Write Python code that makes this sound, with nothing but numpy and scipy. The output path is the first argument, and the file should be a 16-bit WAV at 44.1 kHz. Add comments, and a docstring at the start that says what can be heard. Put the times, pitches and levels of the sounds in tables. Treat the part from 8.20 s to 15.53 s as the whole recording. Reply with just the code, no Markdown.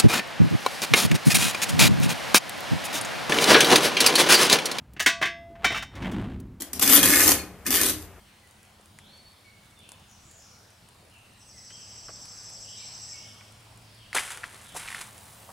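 """A quiet morning wood beside a camp shelter. From the start an engine drones far off under the hush,
distant songbirds whistle short phrases and small things tick on the leaves; the trees scatter each note.
Three seconds in, a nearer bird sings a long dry trill. Near six seconds two steps crunch on grit and
dry leaves, snapping twigs, as the shelter screens the engine and its own hollow murmur comes up."""
import sys
import numpy as np
from scipy import signal
from scipy.fft import rfft, irfft
from scipy.io import wavfile
from scipy.ndimage import uniform_filter1d

SR = 44100
rng = np.random.default_rng(int(sys.argv[2]) if len(sys.argv) > 2 else 0)


def put_to_file(sound):
    """Save the sound as 16-bit audio at rate SR, in the file named by the first command-line argument."""
    columns = np.atleast_2d(sound).T  # one column per channel
    safe = np.clip(columns, -1, 1)
    whole_steps = np.round(safe * 32767)
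    wavfile.write(sys.argv[1], SR, whole_steps.astype(np.int16))


N = 323208
TIME = np.arange(N) / SR

# Tone of the crunch: (frequency [Hz], level [dB])
GRIT_SPECTRUM = [(100, -33), (260, -19.5), (380, -16), (600, -12.5), (950, -4.5), (1400, -3), (2100, -3),
                 (2750, -5.5), (3400, -7), (4500, -11.5), (6300, -11.5), (7700, -7.5), (10000, -6.5),
                 (11500, -14), (16000, -32)]
# Footfalls: (touchdown [s], heel level [dB], heel treble [dB], sole level [dB],
# time to toe-off [s], toe treble [dB], ground thud [dB])
FOOTSTEPS = [(5.95, -19, -4.5, -41, .168, 0, -28), (6.551, -32.5, 4, -42, .262, 3, -36)]

def footsteps(grains_per_s=7000, spread_db=3.0, clump_db=1.8, clumps_per_s=140, crossover_hz=4200):
    """Under each scuff a shower of grit grains slips and cracks, in clumps."""
    # a soft stir and a high rustle linger after the first step
    first_s = FOOTSTEPS[0][0]
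    body_power = swell(first_s, db=-49, rise_s=.0079, decay_s=.98) ** 2
    fizz_power = swell(first_s, db=-50, rise_s=.0079, decay_s=3.5) ** 2
    slip = unit(amp(clump_db * wander(N, clumps_per_s)))
    for *step, _ in FOOTSTEPS:
        for force, treble_db in scuffs(*step):
            body_power += (slip * force) ** 2
            fizz_power += (slip * force * amp(treble_db)) ** 2
    # a harder push moves more grains, so the crunch is dense and its tail crackles
    grain_chance = grains_per_s / SR * np.clip(np.sqrt(body_power) / amp(-36), .2, 4)
    crunch = np.zeros(N)
    for kind, power in (("low", body_power), ("high", fizz_power)):
        size_db = spread_db * np.minimum(rng.exponential(1, N), 3.5)
        sizes = unit(amp(size_db) * rng.choice([-1, 1], N))
        grains = sizes * (rng.random(N) < grain_chance) / np.sqrt(grain_chance)
        crossover = signal.butter(4, crossover_hz, kind, fs=SR, output="sos")
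        crunch += signal.sosfilt(crossover, colour(grains, GRIT_SPECTRUM)) * np.sqrt(power)
    return crunch


def scuffs(s, heel_db, heel_treble_db, sole_db, roll_s, toe_treble_db, settle_s=.046):
    """The shoe touches, the heel lands, grit settles, the sole rolls, the toe pushes off."""
    touch = swell(s, heel_db - 10.5, rise_s=.003, decay_s=.0081)
    heel = swell(s + .018, heel_db, rise_s=.0079, decay_s=.0145)
    settle = swell(s + settle_s, heel_db - 14, rise_s=.0082, decay_s=.046)
    sole = swell(s + settle_s, sole_db, rise_s=.018, decay_s=.054, hold_s=roll_s - settle_s)
    toe = swell(s + roll_s, db=-37, rise_s=.0052, decay_s=.014)
    # (force envelope, treble [dB])
    return [(touch, 3.5), (heel, heel_treble_db), (settle, 0), (sole, -1.5), (toe, toe_treble_db)]


# Tone of a brittle crack: (frequency [Hz], level [dB])
CRACK_SPECTRUM = [(100, -10), (500, -5), (3000, -7), (6000, -8), (10000, 0.5), (11800, -10.5), (16000, -33)]
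# Twig and pebble hits: (time [s], ring peak [dB], ring pitch [Hz], crack peak [dB])
TWIG_SNAPS = [(.311, -58, 2000, -40), (0.788, -37.5, 1990, -31), (1.691, -42, 2770, -32),
              (1.719, -40, 880, -26.5), (2.113, -53, 1950, -38.5), (3.885, -37.5, 1320, -53),
              (3.891, -35.5, 1240, -53), (4.056, -47, 850, -37), (4.3, -46, 1930, -38),
              (5.93, -22.5, 2000, -30.5), (5.953, -21, 1340, -13), (5.984, -14, 2060, -27),
              (6.105, -28, 1660, -24), (6.174, -31, 1570, -27), (6.24, -20.5, 1620, -38),
              (6.345, -43, 3540, -35), (6.686, -24, 2270, -45), (6.704, -29, 1820, -31),
              (6.727, -25.5, 1920, -28), (6.747, -22, 1850, -30), (6.782, -29, 1810, -44),
              (6.813, -41, 2500, -32), (6.98, -44, 1034, -30.5)]

def twig_snaps(ring_s=0.00049, crack_s=0.00052, crumble_s=0.012, crumble_db=-17):
    """Twigs snap and pebbles knock: a brief ring, a bright crack and a crumbling tail."""
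    out, t = np.zeros(N), np.arange(2000) / SR
    crumble = amp(crumble_db) * np.exp(-t / crumble_s)
    for s, ring_db, ring_hz, crack_db in TWIG_SNAPS:
        ring = np.sin(2 * np.pi * ring_hz * t) * t / ring_s * np.exp(1 - t / ring_s)
        ring += crumble * unit(band(rng.standard_normal(len(t)), ring_hz / 2, ring_hz * 2.06))
        burst = rng.standard_normal(len(t)) * (np.exp(-t / crack_s) + crumble)
        crack = colour(burst, CRACK_SPECTRUM)
        add(out, s, amp(ring_db) * ring + amp(crack_db) * crack / abs(crack).max())
    return out


# Stray soft knocks: (time [s], level [dB], centre [Hz], decay [s])
SOFT_KNOCKS = [(0.596, -48, 526, 0.0041), (3.503, -49.5, 2100, 0.011), (3.891, -42, 474, 0.0077),
               (3.901, -45, 1100, 0.0056), (5.209, -49.5, 1700, 0.0091), (6.234, -35, 1530, 0.0082),
               (6.675, -35, 2150, 0.0074), (7.29, -42.5, 810, 0.017)]
# The ground under each heel: (delay [s], level against the step's thud [dB], centre [Hz], decay [s])
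GROUND_LAYERS = [(-.003, -1.5, 700, .012), (.012, 0, 680, 0.0081), (.014, -7, 265, .01)]

def thuds(band_ratio=1.47, rise_s=0.000067):
    """Dull blows that hardly ring: stray knocks, and the ground under each step."""
    out, t = np.zeros(N), np.arange(8000) / SR
    blows = list(SOFT_KNOCKS)
    for s, *_, thud_db in FOOTSTEPS:
        blows += [(s + delay, thud_db + db, hz, decay) for delay, db, hz, decay in GROUND_LAYERS]
    blows += [(s + .03, -55, 49.6, .079) for s, *_ in FOOTSTEPS]  # deep bump as the weight comes down
    for s, db, hz, decay_s in blows:
        blow = unit(band(rng.standard_normal(len(t)), hz / band_ratio, hz * band_ratio))
        add(out, s, amp(db) * blow * np.exp(-t / decay_s) * (1 - np.exp(-t / rise_s)))
    return out


def bird_trill(start_s=3.16, length_s=1.81, syllables_per_s=12.4):
    """A nearer bird repeats a thin high note and a steep falling chip, swells and breaks off."""
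    tops, chips = np.zeros((2, N))
    for age in np.arange(0, length_s, 1 / syllables_per_s):
        s, left_s = start_s + age, length_s - age
        effort = amp(-8.5 * np.exp(-age / .1)) * min(left_s / .1, 1)  # soft start, quick release
        top_db, chip_db = -47.5 - 4 * left_s, -46 - 3 * left_s  # slow crescendo
        hz = 7557 + 330 * np.exp(-age / .208)  # the top note sinks as the trill gets going
        top = whistle(length_s=.07, start_hz=1.075 * hz, middle_hz=1.008 * hz, end_hz=1.004 * hz,
                      buzz=.06)
        add(tops, s, effort * amp(top_db) * top)
        chip = whistle(length_s=.075, start_hz=6490, middle_hz=5570, end_hz=4293, buzz=.428)
        chip = unit(chip * np.hanning(len(chip)) ** .5)
        add(chips, s + .022, effort * amp(chip_db) * chip)
    return woods(tops, direct_db=-9) + woods(chips, direct_db=-11)


# Clear notes sliding onto a held pitch: (time [s], length [s], start [Hz], held [Hz], level [dB])
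CLEAR_WHISTLES = [(0.189, 0.13, 2150, 1943, -67), (.853, .12, 3750, 4410, -60.5),
                  (.965, 0.127, 4400, 4440, -64.5), (1.235, 0.075, 2330, 2206, -58),
                  (1.551, 0.065, 3720, 3510, -58.5), (3.32, .1, 2270, 1946, -64.5),
                  (3.487, .09, 2800, 3210, -57.5), (4.87, 0.058, 1960, 1850, -61),
                  (4.919, 0.077, 2257, 2207, -56)]
# Burry notes sweeping evenly up or down: (time [s], length [s], start [Hz], end [Hz], level [dB])
BURRY_SLURS = [(0, 0.12, 3490, 2327, -66.5), (.79, .1, 3160, 3690, -60), (1.597, 0.05, 3500, 2440, -57),
               (1.742, 0.068, 2700, 3010, -69), (1.864, 0.08, 6900, 5500, -58),
               (1.971, 0.29, 7850, 6120, -58.5), (2.156, 0.19, 4980, 5840, -60),
               (2.894, 0.071, 3014, 2550, -58), (3.521, 0.0725, 3170, 2710, -59),
               (4.431, .11, 2750, 3500, -54), (4.528, .12, 3700, 4420, -55.5),
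               (4.56, 0.056, 3200, 2107, -54.5), (4.883, .22, 2560, 3555, -58.5),
               (5.549, 0.27, 4990, 4780, -65), (5.754, .1, 3590, 2590, -58),
               (6.436, 0.086, 3890, 2980, -55.5)]

def far_birds():
    """Phrases from deep among the trees; clear notes carry more directly than burry ones."""
    clear, burry = np.zeros((2, N))
    for s, length_s, start_hz, held_hz, db in CLEAR_WHISTLES:
        middle_hz = start_hz + .9 * (held_hz - start_hz)
        add(clear, s, amp(db) * whistle(length_s, start_hz, middle_hz, held_hz, buzz=.0093))
    for s, length_s, start_hz, end_hz, db in BURRY_SLURS:
        middle_hz = np.sqrt(start_hz * end_hz)
        add(burry, s, amp(db) * whistle(length_s, start_hz, middle_hz, end_hz, buzz=.524))
    return woods(clear, direct_db=-3.5) + woods(burry, direct_db=-11)


def whistle(length_s, start_hz, middle_hz, end_hz, buzz, flutter_hz=95):
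    """One gliding bird note; a fast flutter of pitch gives it buzz (0-1)."""
    progress = np.linspace(0, 1, max(int(length_s * SR), 16))
    glide_hz = np.polyval(np.polyfit([0, .5, 1], [start_hz, middle_hz, end_hz], 2), progress)
    flutter = np.sin(2 * np.pi * (flutter_hz * length_s * progress + rng.random()))
    flutter += .727 * wander(len(progress), 324)
    hz = glide_hz * (1 + (.0021 + .1084 * buzz) * flutter)
    return unit(sine(hz) * signal.windows.tukey(len(hz), .5))


def leaf_ticks(per_s=9, level_db=-52, spread_db=3, decay_s=0.0017):
    """Now and then something tiny drops on the leaves."""
    sizes = amp(level_db + spread_db * np.minimum(rng.exponential(1, N), 3))
    drops = sizes * (rng.random(N) < per_s / SR)
    t = np.arange(400) / SR
    tick = colour(rng.standard_normal(len(t)) * np.exp(-t / decay_s), CRACK_SPECTRUM)
    return signal.oaconvolve(drops, tick / abs(tick).max())[:N]


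# The engine's low tone builds until the shelter screens it: (time [s], level [dB])
ENGINE_FADER = [(0.3, -75), (5.85, -56), (5.93, -66.5), (7.25, -59.5)]

def far_engine(low_hz=110, high_hz=209, high_db=-72, rumble_db=-67):
    """An engine a long way off: two wavering tones over a rumble."""
    low = sine(low_hz + 4 * wander(N, 14.6)) * (1 + .18 * wander(N, 24))
    high = sine(high_hz + 3 * wander(N, 8.68)) * (1 + .71 * wander(N, 1.77))
    rumble = unit(band(rng.standard_normal(N), 74, 101, order=3))
    low_db = np.interp(TIME, *np.transpose(ENGINE_FADER))
    return amp(low_db) * unit(low) + amp(high_db) * unit(high) + amp(rumble_db) * rumble


# Tone of the open air: (frequency [Hz], level [dB])
AIR_SPECTRUM = [(20, -18), (45, -4.5), (80, -4.5), (130, -5), (190, -5.5), (270, -11), (400, -13),
                (750, -10), (1300, -14), (2000, -16), (4300, -17.5), (6500, -23), (9500, -21.5),
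                (12000, -30), (16000, -35)]
# Level ride on the hush, ahead of its trim: (time [s], level [dB])
HUSH_FADER = [(0.0, -66), (3.4, -65.5), (4.07, -62.5), (4.86, -62.5), (5.85, -64)]

def wood_hush(trim_db=9):
    """A bed of woodland air that lifts a little midway."""
    level_db = trim_db + np.interp(TIME, *np.transpose(HUSH_FADER))
    return amp(level_db) * diffuse_noise(AIR_SPECTRUM, patchy_db=1.66)


# Hollow tone of the shelter: (frequency [Hz], level [dB])
SHELTER_SPECTRUM = [(20, -22), (70, -20), (140, -3), (240, 0.5), (420, -5), (720, 3), (1200, -4.5),
                    (3000, -24), (16000, -10)]

def shelter_murmur(start_s=5.8, fade_s=1.27, outside_db=-70, opening_db=-54.5):
    """The shelter's hollow murmur fades up as its opening comes near."""
    level_db = np.interp(TIME, [start_s, start_s + fade_s], [outside_db, opening_db])
    return amp(level_db) * diffuse_noise(SHELTER_SPECTRUM, patchy_db=4.5)


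def diffuse_noise(spectrum, patchy_db):
    """Stereo noise with gently drifting patches in its spectrum."""
    hz, frames = np.fft.rfftfreq(4096, 1 / SR), N // 1024 + 5
    a, b, c, d, patches = rng.standard_normal((5, frames, len(hz)))
    patches = uniform_filter1d(patches, size=5, axis=0)  # smooth in time
    patches = unit(uniform_filter1d(patches, size=40, axis=1))  # and in frequency
    bins = stereo_pair([a + 1j * b, c + 1j * d], hz) * amp(at_hz(spectrum, hz) + patchy_db * patches)
    return unit(signal.istft(bins.swapaxes(1, 2), nperseg=4096, noverlap=3072)[1][:, :N])


# Reverb among the trees: (frequency [Hz], time to fall 60 dB [s])
WOOD_DECAY = [(200, 4.5), (2000, 1.27), (4500, 1.36), (8000, 0.8), (16000, 0.15)]

def woods(x, direct_db, echoes_per_s=3000):
    """Trunks scatter the sound into a long tail; leaves swallow its treble first."""
    echoes = rng.standard_normal((2, SR)) * (rng.random((1, SR)) < echoes_per_s / SR)
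    hz, t, bins = signal.stft(echoes, SR, nperseg=256)
    bins = stereo_pair(bins.swapaxes(1, 2), hz) * amp(-60 * t[:, None] / at_hz(WOOD_DECAY, hz))
    tail = signal.istft(bins.swapaxes(1, 2), nperseg=256)[1]
    tail /= np.linalg.norm(tail[0])
    wet = signal.fftconvolve(x[None], tail, axes=1)[:, :N]
    return (wet + amp(direct_db) * x) / np.hypot(1, amp(direct_db))


# Stereo image of diffuse sound: (frequency [Hz], left-right likeness [0-1])
STEREO_LIKENESS = [(30, 0.985), (60, 0.995), (130, 1), (290, 0.72), (640, 0.41), (1410, 0.25), (3100, 0.38),
                   (6820, 0.69), (15000, 1)]

def stereo_pair(bins, hz):
    """Blends two independent spectra into left and right, widest in the mids."""
    shared = np.sqrt(np.clip(at_hz(STEREO_LIKENESS, hz), 0, 1)) ** 1.33
    return np.array([bins[0], shared * bins[0] + np.sqrt(1 - shared ** 2) * bins[1]])


def amp(db):
    return 10 ** (np.asarray(db) / 20)


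def unit(x):
    return x / np.sqrt(np.mean(x ** 2) + 1e-20)


def sine(hz):
    return np.sin(2 * np.pi * np.cumsum(hz) / SR)


def swell(s, db, rise_s, decay_s, hold_s=0):
    """Envelope that peaks at time s, holds, then decays."""
    return amp(db) * np.exp(np.minimum(TIME - s, 0) / rise_s - np.maximum(TIME - s - hold_s, 0) / decay_s)


def wander(count, rate_hz):
    """Smooth random drift of unit RMS."""
    hz = np.fft.rfftfreq(count + SR, 1 / SR)
    return unit(irfft(rfft(rng.standard_normal(count + SR)) * np.exp(-(hz / rate_hz) ** 2)))[:count]


def add(mix, s, sound):
    part = mix[max(round(s * SR), 0):][:len(sound)]
    part += sound[:len(part)]


def at_hz(points, hz):
    """Reads a table on a log-frequency axis."""
    table_hz, value = np.transpose(points)
    return np.interp(np.log(hz + 1), np.log(table_hz + 1), value)


def colour(x, spectrum):
    """Minimum-phase EQ in the shape of the given spectrum."""
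    gain_db = np.maximum(at_hz(spectrum, abs(np.fft.fftfreq(4096, 1 / SR))), -100)
    response = np.exp(np.conj(signal.hilbert(np.log(amp(gain_db)))))
    taps = np.fft.ifft(response).real[:2048]
    return signal.fftconvolve(x, taps / np.linalg.norm(taps))[:len(x)]


def band(x, low_hz, high_hz, order=2):
    edges_hz = [low_hz, min(high_hz, .49 * SR)]
    return signal.sosfilt(signal.butter(order, edges_hz, "band", fs=SR, output="sos"), x)


def scene():
    """Close foley, almost dry, in front of the birds, the engine and the hush."""
    near = footsteps() + twig_snaps() + thuds() + leaf_ticks()
    # the first step falls to the left, most of all in the upper mids
    lean = np.interp(TIME, [5.9, 5.97, 6.4], [0, 1, 0])
    side = lean * (.022 * near + .3 * band(near, 2300, 3200, order=1))
    # glancing treble arrives a touch late and widens the image
    side += .17 * np.roll(band(near, 4000, 10000, order=1), shift=9)
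    bed = wood_hush() + shelter_murmur() + far_engine()
    birds = far_birds() + bird_trill()
    return bed + birds + woods(near, direct_db=19.5) + np.array([side, -side])


def record(dry):
    """A steep high cut at 15.9 kHz on the whole mix."""
    high_cut = signal.firwin(511, 15900, window=("kaiser", 9), fs=SR)
    return signal.oaconvolve(dry, high_cut[None], "same")


dry = scene()
out = record(dry)
put_to_file(out)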